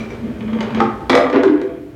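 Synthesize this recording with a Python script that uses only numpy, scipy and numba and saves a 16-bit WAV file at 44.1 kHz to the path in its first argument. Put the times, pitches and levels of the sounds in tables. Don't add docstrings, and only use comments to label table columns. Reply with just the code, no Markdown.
import sys
import numpy as np
from scipy import signal
from scipy.fft import rfft, irfft
from scipy.io import wavfile
from scipy.ndimage import uniform_filter1d, minimum_filter1d
from numba import njit

SR = 44100
rng = np.random.default_rng(int(sys.argv[2]) if len(sys.argv) > 2 else 0)


def persist_wave(psi):
    counts = np.round(np.clip(psi, -1, 1) * 32767).astype(np.int16)
    wavfile.write(sys.argv[1], SR, np.atleast_2d(counts).T)


def how_loud(loudness_db):
    steps = np.asarray(loudness_db, float) / 20
    return 10 ** steps


N = 85995
LEAD_IN = 8820
TIME = (np.arange(N + LEAD_IN) - LEAD_IN) / SR


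def rms_one(x):
    return x / np.sqrt(np.mean(x ** 2) + 1e-20)


def at_hz(points, hz):
    table_hz, value = np.transpose(points)
    return np.interp(np.log(hz), np.log(table_hz), value)


def coloured(spectrum, size):
    hz = np.maximum(np.fft.rfftfreq(size, 1 / SR), 1)
    octaves_below = np.maximum(np.log2(spectrum[0][0] / hz), 0)
    white = rfft(rng.standard_normal(size))
    return rms_one(irfft(white * how_loud(at_hz(spectrum, hz) - 10 * octaves_below), size))


def dulled(x, hz):
    return signal.sosfilt(signal.butter(2, hz, fs=SR, output="sos"), x)


def ring(clicks, hz, t60):
    r, w = how_loud(-60 / (t60 * SR)), 2 * np.pi * hz / SR
    return signal.lfilter([0, np.sin(w)], [1, -2 * r * np.cos(w), r * r], clicks + 1e-18)


# (frequency [Hz], level [dB per Hz])
PLASTIC_CRACK = [(500, 14.5), (2000, 4), (4000, -3), (8000, -17.5), (16000, -48)]


def blows(events, high, low, rattle, high_db, low_db):
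    crack_db, crack_s, rattle_s = 5, 0.0032, 0.015
    spread_db, detune = 2.5, .008
    focus_db_per_octave, thump_rise_s = 32, .0035
    out, crack = np.zeros(N + LEAD_IN + SR), coloured(PLASTIC_CRACK, size=SR)
    t = np.arange(SR // 2) / SR
    for s, click_db, bright_hz, thump_db, centre_hz in events:
        level_luck, pitch_luck = rng.standard_normal((2, 14))
        start = int(rng.random() * len(t))
        click = how_loud(crack_db) * crack[start:start + len(t)] * np.exp(-t / crack_s) / 2
        push = rattle * rng.standard_normal(len(t)) * np.exp(-t / rattle_s) / np.sqrt(rattle_s * SR / 2)
        push[0] = 1
        for (hz, db, t60), z, d in zip(high, level_luck, pitch_luck):
            click += how_loud(high_db + db + spread_db * z) * ring(push, hz * (1 + detune * d), t60)
        click = dulled(click, min(bright_hz, 15000))
        thump = np.zeros(len(t))
        for (hz, db, t60), phase in zip(low, pitch_luck):
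            mode_db = low_db + db - focus_db_per_octave * abs(np.log2(hz / centre_hz))
            thump += how_loud(mode_db - 60 * t / t60) * np.sin(2 * np.pi * hz * t + phase)
        thump *= (1 - np.exp(-t / thump_rise_s)) ** 2
        i = int(s * SR) + LEAD_IN
        out[i:i + len(t)] += how_loud(click_db) * click + how_loud(thump_db) * thump
    return out[:N + LEAD_IN]


# (time [s], click level [dB], brightness [Hz], thump level [dB], thump centre [Hz])
EARLIER_BLOWS = [
    (-.1, -14.5, 6900, -25, 320),
    (-.02, -29, 5040, -34, 120),
    (.105, -32.5, 5100, -42, 400),
]
# (frequency [Hz], level [dB], t60 [s])
CUTTER_MODES = [(870, -11, 0.036), (1545, -24, 0.026), (2200, -6.5, 0.037), (2300, -4, 0.087),
                (2368, -2, 0.16), (5850, -6, 0.042)]
# (frequency [Hz], level [dB], t60 [s])
CLOSED_LOW_MODES = [(194, -18, 0.05), (221, -1, 0.057), (318, -13, 0.14), (410, -3, 0.05),
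                    (476, -14.5, 0.089), (593, -9, 0.037)]


def earlier_clatter():
    return blows(EARLIER_BLOWS, CUTTER_MODES, CLOSED_LOW_MODES, rattle=1.0, high_db=-2.5, low_db=3)


# (start [s], length [s], level [dB], brightness [Hz])
DRAGS = [
    (-.1, 0.26, -35.5, 12000),
    (0.081, 0.19, -41, 12000),
    (0.583, 0.27, -34, 4000),
    (0.753, 0.18, -29, 4000),
    (1.093, 0.14, -24.5, 15000),
    (1.323, 0.11, -22.5, 3040),
    (1.41, 0.18, -34, 4000),
]


def scrapes():
    out = np.zeros(N + LEAD_IN)
    for s, length, db, bright_hz in DRAGS:
        grit = coloured(PLASTIC_CRACK, size=N + LEAD_IN + 1)[:N + LEAD_IN]
        grit = dulled(grit, min(bright_hz, 15000))
        progress = np.clip((TIME - s) / length, 0, 1)
        out += how_loud(db) * grit * np.sin(np.pi * progress ** .5) ** 2
    return out


@njit
def moving_resonance(x, hz, r, sr):
    y = np.zeros(len(x))
    for i in range(2, len(x)):
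        y[i] = x[i] - x[i - 2] + 2 * r * np.cos(2 * np.pi * hz[i] / sr) * y[i - 1] - r * r * y[i - 2]
    return y


# (time [s], level [dB], column pitch [Hz])
GRIP_PATH = [(0, -28, 221), (.1, -40.5, 221), (.22, -30.5, 221), (0.269, -24, 221), (.36, -34, 221),
             (.5, -24.5, 221), (.56, -20.5, 221), (.64, -33.5, 221), (0.791, -19.5, 221), (0.949, -43, 221),
             (1.09, -46, 242), (1.13, -20.5, 262), (1.302, -25.5, 262), (1.38, -15.5, 267.3),
             (1.52, -33.5, 298), (1.6, -31, 280.6), (1.7, -30.5, 307), (1.95, -51.5, 283)]
# (frequency [Hz], level [dB], t60 [s])
WALL_MODES = [(915, -2, 0.026), (1143, -1, 0.022), (1270, -11.5, 0.021), (1570, -7.5, 0.019),
              (1820, -2.5, 0.013), (2134, -1, 0.014), (2390, -0.5, 0.016), (2975, -3.5, 0.018),
              (3226, -5, 0.02), (4200, -21, .006), (6330, -8.5, .01)]
# (frequency [Hz], level [dB], t60 [s])
OPEN_LOW_MODES = [(262, 0, 0.11), (298, 2.5, 0.15), (340, 1, 0.12), (389.7, 3.5, 0.17), (500, -6, 0.16),
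                  (609, -8, .1), (666, -5, 0.18)]


def rubbing():
    clicks_per_s, soft_hz, column_width_hz, even_s = 2500, 2500, 9, .02
    body_db, wall_db = -5.5, -17.5
    s, db, hz = np.transpose(GRIP_PATH)
    slips = (rng.random(len(TIME)) < clicks_per_s / SR) * rng.standard_normal(len(TIME))
    slips = slips * how_loud(0.92 * np.minimum(rng.exponential(1, len(TIME)), 3))
    slips = dulled(slips, soft_hz)
    pitch, r = np.interp(TIME, s, hz), np.exp(-np.pi * column_width_hz / SR)
    column = moving_resonance(slips, pitch, r, SR)
    column = rms_one(moving_resonance(column, pitch, r ** 4, SR))
    swell = np.sqrt(uniform_filter1d(column ** 2, size=int(even_s * SR)) + 1e-9)
    column = rms_one(column / (swell + 0.12))

    def stirred(modes):
        return rms_one(sum(how_loud(d) * ring(slips, f, t60) for f, d, t60 in modes))

    opened = TIME > LOOSENING[0][0]
    body = np.where(opened, stirred(OPEN_LOW_MODES), stirred(CLOSED_LOW_MODES))
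    mix = column + how_loud(body_db) * body + how_loud(wall_db) * stirred(WALL_MODES)
    return how_loud(np.interp(TIME, s, db)) * mix


# (frequency [Hz], level [dB per Hz]), and its overall level [dB]
AIR, AIR_DB = [(88, -53), (150, -23.5), (329, -2), (738, -18.5), (1140, -27), (1410, -21.5), (14400, -54.5),
               (16500, -63)], -35.5
# (frequency [Hz], level [dB per Hz]), and its overall level [dB]
HUM, HUM_DB = [(30, -45), (55, 7), (80, -1.5), (120, 6.5), (160, -1), (300, -14), (600, -99)], -35


def background():
    drop_db, drop_at_s, drop_s = -7.5, 1.21, 0.1
    air = how_loud(AIR_DB) * coloured(AIR, size=N + 1)[:N]
    hum = how_loud(HUM_DB) * coloured(HUM, size=N + 1)[:N]
    return (air + hum) * how_loud(drop_db * np.clip((np.arange(N) / SR - drop_at_s) / drop_s, 0, 1))


# (time [s], click level [dB], brightness [Hz], thump level [dB], thump centre [Hz])
FINGER_TAPS = [(.117, -43.5, 1500, -11.5, 448), (.24, -50.5, 1500, -12.5, 221),
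               (.283, -47, 1500, -19.5, 221), (.408, -24.5, 2800, -9, 223), (.43, -48, 1500, -15, 430),
               (.48, -27, 2500, -31, 221), (.5317, -24, 4000, -15.5, 221), (.55, -41.5, 1420, -8.5, 455),
               (.588, -23.5, 2000, -7, 221), (.6065, -16, 7450, -17.5, 410), (.615, -26.5, 3500, -34, 410),
               (.63, -21.5, 4940, -12.5, 410), (.672, -23.5, 1800, -9, 410), (.7063, -22, 3000, -12.5, 263),
               (.7472, -16, 5000, -5.5, 221), (.77, -23.5, 3000, -7, 402), (1.0066, -38, 3030, -37, 350)]


def taps():
    return blows(FINGER_TAPS, WALL_MODES, CLOSED_LOW_MODES, rattle=2.14, high_db=-13.5, low_db=4.0)


# (time [s], click level [dB], brightness [Hz], thump level [dB], thump centre [Hz])
LID_KNOCKS = [
    (.8035, -16, 8130, -15.5, 331),
    (.806, -16.5, 5000, 4.5, 304),
    (.837, -40.5, 2500, -7, 221),
    (.875, -39, 2000, -7.5, 221),
]
# (frequency [Hz], level [dB], t60 [s])
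LID_MODES = [(803, 4, 0.25), (880, 9, 0.16), (954, -7, .06), (1087, 2, 0.22), (1162, 2.5, 0.065),
             (1213, 7, 0.068), (1265, 14, 0.052), (1340, 0.5, 0.084), (1560, -13.5, 0.048),
             (1782, 6.5, .03), (1914, -3.5, 0.024), (2260, -14.5, 0.018), (3300, -5.5, 0.023)]
# (frequency [Hz], level [dB], t60 [s])
LID_LOW_MODES = [(221, 2, 0.21), (268, -6, 0.21), (350, -5, 0.46), (450.3, 10, 0.27), (525, 3.5, 1)]


def knock():
    return blows(LID_KNOCKS, LID_MODES, LID_LOW_MODES, rattle=0.36, high_db=-9, low_db=-8.5)


# (time [s], click level [dB], brightness [Hz], thump level [dB], thump centre [Hz])
LOOSENING = [
    (1.0965, -11, 13000, -38, 800),
    (1.0995, -3.5, 6000, 2.5, 297),
    (1.1308, -4.5, 3000, -3.5, 335),
    (1.134, -12, 2500, -5.5, 518),
    (1.1525, -2.5, 13000, -2, 510),
    (1.1777, -8.5, 2500, -13.5, 650),
    (1.2, -41.5, 1490, -13.5, 600),
    (1.225, -20, 2300, -12, 507),
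    (1.30, -21.5, 7040, -15.5, 483),
]
# (frequency [Hz], level [dB], t60 [s])
RIM_MODES = [(850, -9, 0.054), (1065, -1, 0.012), (1220, 0.5, 0.035), (1472, -8, 0.033), (1610, -11, 0.026),
             (1955, 6, 0.02), (2262, 0.5, 0.033), (3440, 2, 0.011), (3890, -2.5, 0.0092),
             (5100, -17, 0.004), (6500, -23, 0.0036)]
# (frequency [Hz], level [dB], t60 [s])
RIM_LOW_MODES = [(262, -3, 0.18), (350, -1.5, 0.11), (415, 0, 0.12), (500.5, 6, 0.11), (600, 1.5, 0.14),
                 (680.4, 3, 0.12), (960, -17, 0.068)]


def clatter():
    return blows(LOOSENING, RIM_MODES, RIM_LOW_MODES, rattle=1.06, high_db=-13.5, low_db=0.0)


# (time [s], click level [dB], brightness [Hz], thump level [dB], thump centre [Hz])
TAB_FLICK = [
    (1.267, -15.5, 1800, -32, 505),
]
# (frequency [Hz], level [dB], t60 [s])
TAB_MODES = [(1060, -0.5, 0.036), (1180, 0.5, 0.072)]


def flick():
    return blows(TAB_FLICK, TAB_MODES, RIM_LOW_MODES, rattle=0.27, high_db=0.5, low_db=-10)


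# (time [s], click level [dB], brightness [Hz], thump level [dB], thump centre [Hz])
LID_BUMPS = [(1.328, -18, 5100, -2.5, 500), (1.343, -18, 1780, -0.5, 265), (1.36, -12, 2500, -3.5, 398),
             (1.385, -19.5, 2200, 0.5, 500), (1.405, -18, 2000, -11.5, 290), (1.434, -12, 6500, -7, 395),
             (1.457, -27.5, 5740, 0.5, 370), (1.479, -20, 4000, -9.5, 380), (1.495, -38, 1990, -6, 295),
             (1.508, -43, 1500, -4.5, 295), (1.537, -28, 2500, -10.5, 330), (1.556, -29, 2500, -11.5, 395),
             (1.578, -25, 1960, -17, 351), (1.601, -31, 3000, -34, 290), (1.6157, -24, 8860, -11, 395),
             (1.636, -40, 1500, -10.5, 415), (1.69, -43, 1500, -16.5, 500)]
# (frequency [Hz], level [dB], t60 [s])
OPEN_RIM_MODES = [(890, -11.5, .04), (1096, 7.5, 0.016), (1250, -6.5, .03), (1456, 1.5, 0.036),
                  (1603, -1.5, 0.041), (1915, 4, 0.02), (2300, -7, .03), (2960, -11, .014),
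                  (4000, -17, 0.0086), (6000, -25, 0.0054)]


def bumps():
    return blows(LID_BUMPS, OPEN_RIM_MODES, OPEN_LOW_MODES, rattle=1.23, high_db=-13.0, low_db=-1)


# (frequency [Hz], t60 [s])
ROOM_DECAY = [(100, 0.89), (400, 0.66), (1500, 0.62), (4000, 0.31), (12000, 0.35)]


def room(x):
    level_db, gap_s, bass_db, bass_hz = -4.5, 0.0048, -6, 450
    t = np.arange(SR * 3 // 4) / SR
    edges = 60 * 2. ** np.arange(9)
    tail = np.zeros(len(t))
    for lo, hi in zip(edges, edges[1:]):
        octave = signal.butter(2, [lo, hi], "band", fs=SR, output="sos")
        band = signal.sosfilt(octave, rng.standard_normal(len(t)))
        tail += band * how_loud(bass_db * (lo < bass_hz) - 60 * t / at_hz(ROOM_DECAY, np.sqrt(lo * hi)))
    tail *= np.clip(t / gap_s - 1, 0, 1) / np.sqrt(1.07 * np.sum(tail ** 2))
    return how_loud(level_db) * signal.fftconvolve(x, tail)[:len(x)]


def scene():
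    jug = rubbing() + scrapes() + earlier_clatter() + taps() + knock() + clatter() + flick() + bumps()
    jug = signal.sosfilt(signal.butter(4, 113, "high", fs=SR, output="sos"), jug)
    behind = background()
    handled = (jug + room(jug))[LEAD_IN:]
    hiss = how_loud(-64) * rng.standard_normal(N)
    return (handled + behind + hiss)[None]


def roll_off(x):
    return signal.sosfilt(signal.butter(12, 16540, fs=SR, output="sos"), x)


def record(dry):
    limit_db, release_db_per_s = -.2, 250
    over = np.maximum(20 * np.log10(np.abs(dry[0]) + 1e-9) - limit_db, 0)
    slope = release_db_per_s * np.arange(N) / SR
    held = np.maximum.accumulate(over + slope) - slope
    cut = -minimum_filter1d(-held, size=89)
    limited = dry * how_loud(-uniform_filter1d(np.maximum(cut, 0), size=45))
    return roll_off(limited)


dry = scene()
out = record(dry)
persist_wave(out)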